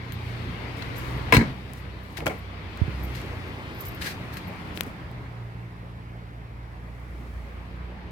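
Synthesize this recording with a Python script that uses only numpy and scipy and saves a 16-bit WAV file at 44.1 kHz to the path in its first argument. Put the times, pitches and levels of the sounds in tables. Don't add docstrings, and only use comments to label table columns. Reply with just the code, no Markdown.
import sys
import numpy as np
from scipy import signal
from scipy.fft import rfft, irfft
from scipy.io import wavfile
from scipy.ndimage import uniform_filter1d

SR = 44100
rng = np.random.default_rng(int(sys.argv[2]) if len(sys.argv) > 2 else 0)


def persist_wave(psi):
    counts = np.round(np.clip(psi, -1, 1) * 32767).astype(np.int16)
    wavfile.write(sys.argv[1], SR, np.atleast_2d(counts).T)


N = 357651

# time_s, shelter in the cab [0-1], bearing of the road [-1 left to 1 right, clipped],
# direct share of the road [0-1]
CAMERA_POSE = [(0, 0.24, -1.095, 0.07), (1.2, 0.5, -1.513, 0.17), (1.7, 0.36, -0.117, 0),
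               (2.2, 0.4, 0.937, 0.21), (2.7, 0.31, 0.014, 0), (3.7, 0.38, 0.4925, 0.54),
               (4.5, 0.45, 0.1583, 0.04), (5.2, 0.75, 0.7655, 0), (6.2, 0.75, 0.811, 0.53),
               (7.1, 0.86, 0.7478, 0.07), (8.11, 0.6, -0.0252, 0.01)]
# pitch_hz, share of the left-right level difference
BODY_SHADING = [(300, 0.), (700, -0.1187), (1500, 0.7952), (4000, 1.4861), (9000, 1.1614), (15000, -2.5)]
# pitch_hz, relative level [dB per Hz]
CLOTH_COLOUR = [(2500, -27), (5000, 0), (8000, -3), (12000, -2.5), (16500, -6)]
PORT_GAP_S = 0.00046795
SLIPS_PER_S = 9000.0


def amp(db):
    return 10 ** (np.asarray(db) / 20)


def evened(x):
    return x / np.sqrt(np.mean(x ** 2) + 1e-20)


def read(points, hz):
    f, value = np.transpose(points)
    return np.interp(np.log(hz + 1), np.log(f + 1), value)


def along(rows, t):
    s, *columns = np.transpose(rows)
    return [np.interp(t, s, c) for c in columns]


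def coloured(x, points):
    size = x.shape[-1]
    gain = amp(read(points, np.fft.rfftfreq(size, 1 / SR)))
    return irfft(rfft(x) * gain, size)


def panned(x, pan_db):
    return np.array([amp(pan_db / 2), amp(-pan_db / 2)]).reshape(2, -1) * x


def add(mix, s, sound):
    part = mix[:, round(s * SR):][:, :sound.shape[1]]
    part += sound[:, :part.shape[1]]


def wander(t, per_s):
    return np.interp(t * per_s, np.arange(200), rng.standard_normal(200))


def ring(modes, t, channels):
    phase = rng.random((len(modes), channels, 1))
    return sum(amp(db - 60 * t / t60) * np.sin(2 * np.pi * (hz * t + p))
               for (hz, db, t60), p in zip(modes, phase))


def grit(size, per_s, spread_db):
    unevenness = amp(spread_db * np.minimum(rng.exponential(1, (2, size)), 4))
    slips = rng.random((2, size)) < per_s / SR
    return unevenness * rng.standard_normal((2, size)) * slips


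def diffuse(size):
    a, b = rfft(rng.standard_normal((2, size)))
    same = np.sinc(2 * np.fft.rfftfreq(size, 1 / SR) * PORT_GAP_S)
    return irfft([a, same * a + np.sqrt(1 - same ** 2) * b], size)


def road():
    # time_s, relative level_db, left-right pan_db before the shading share
    wash = [(0.0, -42, 5.5), (0.38, -39.5, 6), (1.25, -36, 6), (1.49, -37.5, 6), (1.54, -43.5, 5.5),
            (2.19, -45.5, 5), (2.91, -40, 4.5), (4.81, -40.5, 4), (4.92, -42.5, -0.5), (5.6, -47.5, -1),
            (6.53, -48.5, 0.5), (7.86, -45.5, 0.5), (8.11, -46, 0.5)]
    # pitch_hz, relative level [dB per Hz]
    open_air = [(24, -20.5), (40, -6.5), (85, -5), (191, -11), (233, -11.5), (406, -14), (593, -20),
                (1140, -18.5), (1430, -23), (2200, -18.5), (4450, -30), (7180, -50), (13200, -52.5),
                (15300, -64.5), (16500, -73)]
    # pitch_hz, relative level [dB per Hz]
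    in_cab = [(40, -12.5), (65, -4.5), (120, -12.5), (200, -16), (300, -19), (500, -23.5), (1050, -24),
              (1450, -27.5), (2050, -28), (2800, -38.5), (3500, -42), (4800, -46.5), (6500, -58.5),
              (16500, -66)]
    frames, hz = N // 512 + 5, np.fft.rfftfreq(2048, 1 / SR)[:, None]
    t = np.arange(frames) * 512 / SR
    db, pan_db = along(wash, t)
    shelter, bearing, direct = along(CAMERA_POSE, t)
    shelter, direct = np.clip(shelter, 0, 1), np.clip(direct, 0, 1)
    a, b, c, d, patches = rng.standard_normal((frames, 1025, 5)).T
    patches = uniform_filter1d(patches, size=16, axis=0)
    patches = evened(uniform_filter1d(patches, size=5, axis=1))
    colour = amp((1 - shelter) * read(open_air, hz) + shelter * read(in_cab, hz))
    colour /= np.sqrt((colour[14:186] ** 2).sum(0))
    lag_s = PORT_GAP_S * np.clip(bearing, -1, 1)
    plane_wave = np.exp(2j * np.pi * hz * lag_s)
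    same = 0.8989 * ((1 - direct) * np.sinc(2 * hz * PORT_GAP_S) + direct * plane_wave)
    left = a + 1j * b
    right = same * left + np.sqrt(np.clip(1 - abs(same) ** 2, 0, 1)) * (c + 1j * d)
    tilt = amp(pan_db * read(BODY_SHADING, hz) / 2)
    z = np.array([left * tilt, right / tilt]) * colour * amp(db + 1.3139 * patches)
    return amp(1.0) * signal.istft(z, nperseg=2048, noverlap=1536)[1][:, :N]


def engine():
    # time_s, firing rate_hz, level_db of order 2, of order 4, of order 6 (before the wander)
    idle = [(0.0, 29.3, -47, -44, -49.5), (0.35, 29.5, -40.5, -36.5, -55.5), (0.5, 29.2, -41.5, -40.5, -45),
            (0.94, 29.9, -42.5, -37.5, -63.5), (1.11, 30.8, -36, -36.5, -51.5),
            (1.6, 32, -40.5, -41.5, -53.5), (2.23, 31.2, -41.5, -58.5, -53.5),
            (2.72, 32.1, -41, -60, -56.5), (3.03, 31.9, -29.5, -41, -45), (3.38, 29.1, -44.5, -41.5, -69.5),
            (3.85, 29.91, -44.5, -46, -57), (4.26, 30, -47.5, -45, -48.5), (4.6, 30, -65, -52.5, -45.5),
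            (5.16, 30, -46, -42.5, -52.5), (5.45, 28.9, -48.5, -38, -50.5), (5.87, 29.1, -44, -44, -50),
            (6.57, 28.9, -41, -43.5, -55), (7.12, 29.8, -37, -47.5, -52.5),
            (7.5, 29.2, -36.5, -54.5, -61.5), (7.8, 30.35, -36.5, -47, -47), (8.11, 29.98, -40.5, -57, -48)]
    # multiple of the firing rate, level_db in the open, level_db in the cab (before the wander)
    odd_orders = [(3, -35.5, -62.5), (5, -50, -64.5)]
    fading_db, fades_per_s = 4.0, 5.0
    t = np.arange(N) / SR
    hz, *even_db = along(idle, t)
    shelter = np.clip(along(CAMERA_POSE, t)[0], 0, 1)
    levels = [(2 * k + 2, db) for k, db in enumerate(even_db)]
    for k, out_db, in_db in odd_orders:
        sheltered_db = out_db + shelter * (in_db - out_db)
        levels.append((round(k), sheltered_db + fading_db * wander(t, fades_per_s)))
    turns = np.cumsum(hz) / SR
    out = np.zeros(N)
    for k, db in levels:
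        level = amp(db + 1.62 * wander(t, 13.0))
        out += level * np.sin(2 * np.pi * (k * turns + 0.03684 * wander(t, 1.9232)))
    return panned(np.sqrt(2) * out, -1.923)


def hiss():
    # time_s, rms level_db
    levels = [(0, -70.5), (1.4, -63.5), (1.9, -70.5), (2.5, -84.5), (3.3, -64), (4.7, -63.5), (5, -69),
              (6.57, -72.5), (7.34, -64.5), (7.84, -74.5), (8.11, -77)]
    grain = evened(coloured(grit(N, SLIPS_PER_S, 1.419), CLOTH_COLOUR))
    return amp(along(levels, np.arange(N) / SR)[0]) * grain


def rubbing(stroke, spectrum, spread_db):
    s, db, swell, fade, pan_db = stroke
    start = max(s - swell, 0)
    t = np.arange(start, s + 1.5 * fade, 1 / SR)
    level_db = db - 20 * np.maximum((s - t) / swell, (t - s) / fade)
    sound = evened(coloured(grit(len(t), SLIPS_PER_S, spread_db), spectrum))
    sound = sound * signal.windows.tukey(len(t), .03)
    return start, amp(level_db) * panned(sound, pan_db)


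def rustles():
    # peak_s, peak level_db, swell_s, fade_s, left-right pan_db
    strokes = [(0.27, -60, 0.3022, 0.797, 1.5), (0.77, -55, 0.01365, 0.216, 0.5),
               (0.965, -49, 0.0213, 0.2308, 2), (1.08, -55.5, 0.1062, 0.26, 0.5),
               (1.78, -56.5, 0.12, 0.062, 1), (2.12, -61.5, 0.283, 0.5357, 0), (2.3, -55, .04, 0.18, -0.5),
               (3.05, -59, .6, 0.72, 1), (3.809, -49.5, .02, .1, 1), (3.861, -50.5, 0.0285, 0.08075, 0.5),
               (4.0, -59.5, 0.02353, 0.525, -3.5), (4.766, -49, 0.022, 0.055, 14.5),
               (4.81, -57, 0.022, .09, 12.5), (4.88, -59, 0.0821, 0.0933, -2)]
    out = np.zeros((2, N))
    for stroke in strokes:
        add(out, *rubbing(stroke, CLOTH_COLOUR, 1.92))
    return out


def ticks():
    # start_s, relative level_db, relative shell ring_db, left-right pan_db
    taps = [(0.122, -26.5, 2, 19.5), (0.7701, -40, -1.5, 10.5), (0.9581, -40, 7, 4), (0.9944, -46, 6, 4.0),
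            (1.1094, -33, 3, 3), (1.7342, -25, -24, 13.5), (1.7745, -39.5, -11.5, 6.5),
            (2.124, -43, 0.5, 8.0), (2.7735, -30.5, 3, 0), (3.1507, -38, 6.5, 17.5),
            (3.2155, -31.5, 6.5, 2), (3.2623, -37, 8.5, 3.5), (3.8521, -26, -0.5, 4.5),
            (4.022, -26.5, 16.5, 6.5), (4.3697, -24.5, 3.5, -14.5), (4.774, -26.5, 12, 20),
            (4.808, -12.5, 4.5, 25.5), (4.8339, -21, -11.5, 5), (4.8404, -38.5, -3, 4.0),
            (4.8649, -33.5, -2.5, 2.5), (5.1138, -35.5, 0, 0.5)]
    t, out = np.arange(600) / SR, np.zeros((2, N))
    peak_s = .0009
    brief = np.exp(-((t - peak_s) / .00016) ** 2)
    shell = np.sin(2 * np.pi * 2900 * (t - peak_s)) * brief
    shell -= 0.14 * np.sin(2 * np.pi * 500 * t) * np.exp(-t / 0.0009509)
    treble = signal.butter(2, 3600., "high", fs=SR, output="sos")
    for s, db, shell_db, pan_db in taps:
        contact = 3 * signal.unit_impulse(len(t), round(peak_s * SR))
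        contact += rng.standard_normal(len(t)) * brief
        snap = signal.sosfilt(treble, contact)
        snap = snap / np.linalg.norm(snap) * 0.7935
        dying_hiss = amp(-27.0) * rng.standard_normal((2, len(t))) * np.exp(-t / 0.003157)
        tick = snap + amp(shell_db - 9.5) * shell + dying_hiss
        add(out, s, amp(db + 2.5) * panned(tick, pan_db))
    return out


def keys():
    # start_s, peak level_db (before click and pan), pitch_hz of the mode struck, left-right pan_db
    clinks = [(0.125, -40.5, 13240, -3), (0.9792, -36, 12800, -4), (1.0569, -45, 13000, -1),
              (1.1758, -50, 13100, 0.5), (1.79, -53.5, 13210, -5), (2.035, -50.5, 12920, -6),
              (2.3805, -50, 13100, -10.5), (3.031, -40, 12800, -6), (3.037, -36.5, 13300, -3.5),
              (3.0482, -38.5, 13450, -1.5), (3.1162, -47, 13080, -6.5), (3.378, -62.5, 13090, -8.5),
              (3.478, -51, 12790, -6.0), (3.7469, -50.5, 12900, -12), (3.7693, -53, 13020, -12),
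              (3.7835, -43, 13200, -10), (3.805, -34, 12870, -19), (3.8197, -31.5, 12980, 0),
              (3.854, -26.5, 13600, -3.0), (3.8815, -34, 13280, -3.5), (3.91, -44.5, 12900, -7),
              (3.9461, -34.5, 13290, 0), (4.336, -44, 12680, -14.5), (4.369, -46, 13670, -9.5),
              (4.4724, -45.5, 12850, -9.5)]
    # pitch ratio, relative level_db, share of the decay time
    key_modes = [(1., 0, 1.), (.98, -7, .5), (1.025, -9, .4), (.34, -30, .8), (.62, -26, .3),
                 (.89, -20, .3)]
    key_t60_s = 0.03122
    t, out = np.arange(SR // 6) / SR, np.zeros((2, N))
    for s, db, hz, pan_db in clinks:
        modes = [(hz * ratio, level_db, key_t60_s * share) for ratio, level_db, share in key_modes]
        ringing = ring(modes, t, channels=2)
        chatter = grit(len(t), 910.0, 2.145)[:1] * np.exp(-t / 0.008974)
        contacts = chatter + signal.unit_impulse(len(t))
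        clink = signal.fftconvolve(ringing, contacts, axes=1)[:, :len(t)]
        click = amp(-17.5) * np.diff(rng.standard_normal((2, len(t) + 1))) * np.exp(-t / 0.003025)
        add(out, s, amp(db) * panned(clink / abs(clink).max() + click, pan_db))
    return out


def struck(blows, body_modes, dense, tail_db, bass_t60, treble_t60):
    # pitch_hz, relative level [dB per Hz]
    crack_colour = [(300, -18.5), (700, 3.5), (2200, 11.5), (4500, -16.5), (8000, -35.5)]
    spit_colour = [(2500, -22.5), (5000, -5), (9000, -4.5), (16000, -12.0)]  # pitch_hz, dB per Hz
    t, out, drive = np.arange(SR // 4) / SR, np.zeros((2, N)), np.zeros((2, N))
    fade = np.cos(np.pi / 2 * np.minimum(t / .19, 1)) ** 2
    band_hz = np.fft.rfftfreq(len(t), 1 / SR)
    for s, db, treble_db, tilt_db, t60, pan_db in blows:
        rattle = diffuse(len(t)) * amp(-60 * t / t60)
        modes = [(hz, level_db + tilt_db * np.log2(hz / 1200), decay) for hz, level_db, decay in body_modes]
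        body = signal.fftconvolve(rattle, ring(modes, t, channels=1), axes=1)[:, :len(t)]
        tilted = [(hz, level_db + tilt_db * np.log2(hz / 1200)) for hz, level_db in crack_colour]
        crack = coloured(rattle, tilted)
        spit = coloured(rattle, spit_colour)
        parts = zip((body, crack, spit), (0, -.8, treble_db))
        burst = sum(amp(part_db) * part / np.sqrt((part[:, :400] ** 2).mean()) for part, part_db in parts)
        burst = irfft(panned(rfft(burst), pan_db * read(BODY_SHADING, band_hz)), len(t))
        add(out, s, amp(db - 11.5) * burst * fade)
        add(drive, s, amp(db) * rattle[:1] / np.linalg.norm(rattle[0]) * np.ones((2, 1)))
    t = np.arange(SR // 2) / SR
    noise = evened(coloured(diffuse(len(t)), dense))
    bass = coloured(noise, [(400, 6.5), (1200, -42)])
    tail = bass * amp(-60 * t / bass_t60) + (noise - bass) * amp(-60 * t / treble_t60)
    tail = tail * (1 - np.exp(-t / 0.001354))
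    return out + amp(tail_db) * signal.oaconvolve(drive, tail, axes=1)[:, :N]


def door():
    # start_s, relative level_db, relative treble_db, hardness [dB per octave], rattle_t60_s,
    # left-right pan_db before the shading share
    blows = [(0.823, -27, -31.5, 4, 0.01056, 8), (1.324, -1.5, -33.5, 0, 0.05043, 6.5),
             (1.337, -7, -14, 0, 0.0719, 3.5), (1.346, -12, -11.5, 5.5, 0.0941, 7.5),
             (1.367, -10.5, -12, 4.5, 0.0486, 8.5), (1.389, -18.5, -18.5, 2, 0.0942, 6.5),
             (1.409, -21, -21, -1.5, 0.1542, 8.5)]
    # pitch_hz, relative level_db, t60_s
    door_modes = [(281.2, -20, 0.1113), (455, -11.5, 0.05324), (679, -21.5, 0.0405), (995.6, -4.5, 0.03504),
                  (1168, -12, 0.0153), (1455.4, -33, 0.0428), (1644.2, -9, 0.0252), (1842, -11.5, 0.01647),
                  (2196.6, -18.5, 0.0693), (2250.7, -14, 0.0466), (2623, -16.5, 0.02136),
                  (3065.5, -21, 0.01302), (3980, -42, 0.0208), (4073.2, -18.5, 0.02993),
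                  (4387.7, -24, 0.03606), (5091.5, -25.5, 0.0276), (5950, -33, 0.03267)]
    # pitch_hz, relative level [dB per Hz]
    panel = [(26, -21), (45, -7.5), (222, -11.5), (370, -30.5), (441, -33), (840, -20), (959, -27.5),
             (1560, -28.5), (1990, -17.5), (2840, -82), (4050, -37), (9000, -51), (11700, -88),
             (19800, -120)]
    return struck(blows, door_modes, panel, tail_db=-15.0, bass_t60=0.4407, treble_t60=0.2949)


def thuds():
    # start_s, peak level_db (before pan), settled pitch_hz, left-right pan_db
    pushes = [(1.308, -28, 75, 0), (1.333, -16.5, 128.2, 2.5), (1.346, -16, 254.8, -1),
              (1.368, -8.5, 121, 2), (1.374, -11, 55, 2.5), (1.38, -12, 218.1, -3.5),
              (1.401, -19, 188.3, 4.5), (1.414, -15, 198.2, -2), (1.429, -24, 239.8, 4),
              (1.457, -28.5, 161, -2), (2.263, -25.5, 89.02, 1), (2.816, -16, 74.56, -20.5),
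              (2.88, -19.5, 96.82, -8), (4.772, -33, 298, 0), (4.867, -31.5, 243.8, -5)]
    thud_t60_s = 0.04937
    t, out = np.arange(SR // 4) / SR, np.zeros((2, N))
    for s, db, hz, pan_db in pushes:
        falling_hz = hz * (1 + 2.2687 * np.exp(-t / 0.0016683))
        turns = np.cumsum(falling_hz) / SR
        swing = -np.sin(2 * np.pi * turns) * (1 - np.exp(-t / 0.003151)) * amp(-60 * t / thud_t60_s)
        add(out, s, amp(db) * panned(swing / abs(swing).max(), pan_db))
    return out


def scuffs():
    # peak_s, peak level_db, swell_s, fade_s, left-right pan_db
    strokes = [(2.172, -37, 0.006423, 0.04504, 9.5), (3.153, -41.5, 0.016918, 0.1485, 6.5),
               (4.018, -32, .012, 0.08657, 4.5), (4.071, -31, .06, 0.06737, 4),
               (4.11, -38.5, .05, 0.04812, 0), (4.333, -43, .015, .06, 4.5),
               (4.371, -37.5, .006, 0.02675, 8.5)]
    # pitch_hz, relative level [dB per Hz]
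    scuff_colour = [(530, -36), (900, -23.5), (1270, -15), (1670, -2.5), (2970, -10), (3230, -13),
                    (4120, -9), (7300, -21), (15200, -22), (15900, -33), (16500, -45.5)]
    out = np.zeros((2, N))
    for stroke in strokes:
        add(out, *rubbing(stroke, scuff_colour, 2.066))
    return out


def trim():
    # start_s, relative level_db, relative treble_db, hardness [dB per octave], rattle_t60_s,
    # left-right pan_db before the shading share
    knocks = [(2.173, -30.5, -9, 4, 0.00672, 4.66), (2.184, -26, -27.5, -20, 0.0713, 2.79),
              (2.205, -27.5, -31, 2, 0.006805, 3.657), (2.216, -26.5, -31, -19, 0.1366, 3),
              (2.259, -20.5, -9, -9.5, 0.1008, 3.345), (2.2665, -11, -17.5, -2, 0.02551, 6.83),
              (2.277, -26, -7.5, 10, 0.04253, 2.726), (2.296, -27, -21, -5.5, 0.275, 9.01)]
    # pitch_hz, relative level_db, t60_s
    trim_modes = [(190.75, -21, 0.0685), (304.5, -5, 0.0468), (407.37, -2, 0.0326), (480.3, -3.5, 0.0348),
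                  (609.05, 1, 0.0724), (719.9, 4.5, 0.04326), (925.3, -7.5, 0.041), (1376.3, 3.5, 0.06924),
                  (1644, -22.5, 0.02483), (1977.8, -4.5, 0.0293), (2185.5, 4, 0.0416),
                  (2563, -13.5, 0.0251), (3234.7, -4, 0.03666), (4400, -15, 0.01895)]
    # pitch_hz, relative level [dB per Hz]
    hollow = [(71, -27.5), (120, 0.5), (307, -1), (705, -15), (875, -11), (1260, -26), (2160, -25.5),
              (3650, -37.5), (9000, -50), (11700, -75), (19800, -120)]
    return struck(knocks, trim_modes, hollow, tail_db=-10.5, bass_t60=0.2727, treble_t60=0.2946)


def scene():
    background = road() + engine() + hiss()
    handling = rustles() + ticks() + keys() + scuffs()
    return background + handling + door() + thuds() + trim()


def record(dry):
    bass_cut_hz, edge_hz = 51.74, 16300
    bass_cut = signal.butter(2, bass_cut_hz, "high", fs=SR, output="sos")
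    thinned = signal.sosfilt(bass_cut, dry)
    band_limit = signal.firwin(511, edge_hz, window=("kaiser", 9), fs=SR)
    return signal.oaconvolve(thinned, band_limit[None], "same", axes=1)


dry = scene()
out = record(dry)
persist_wave(out)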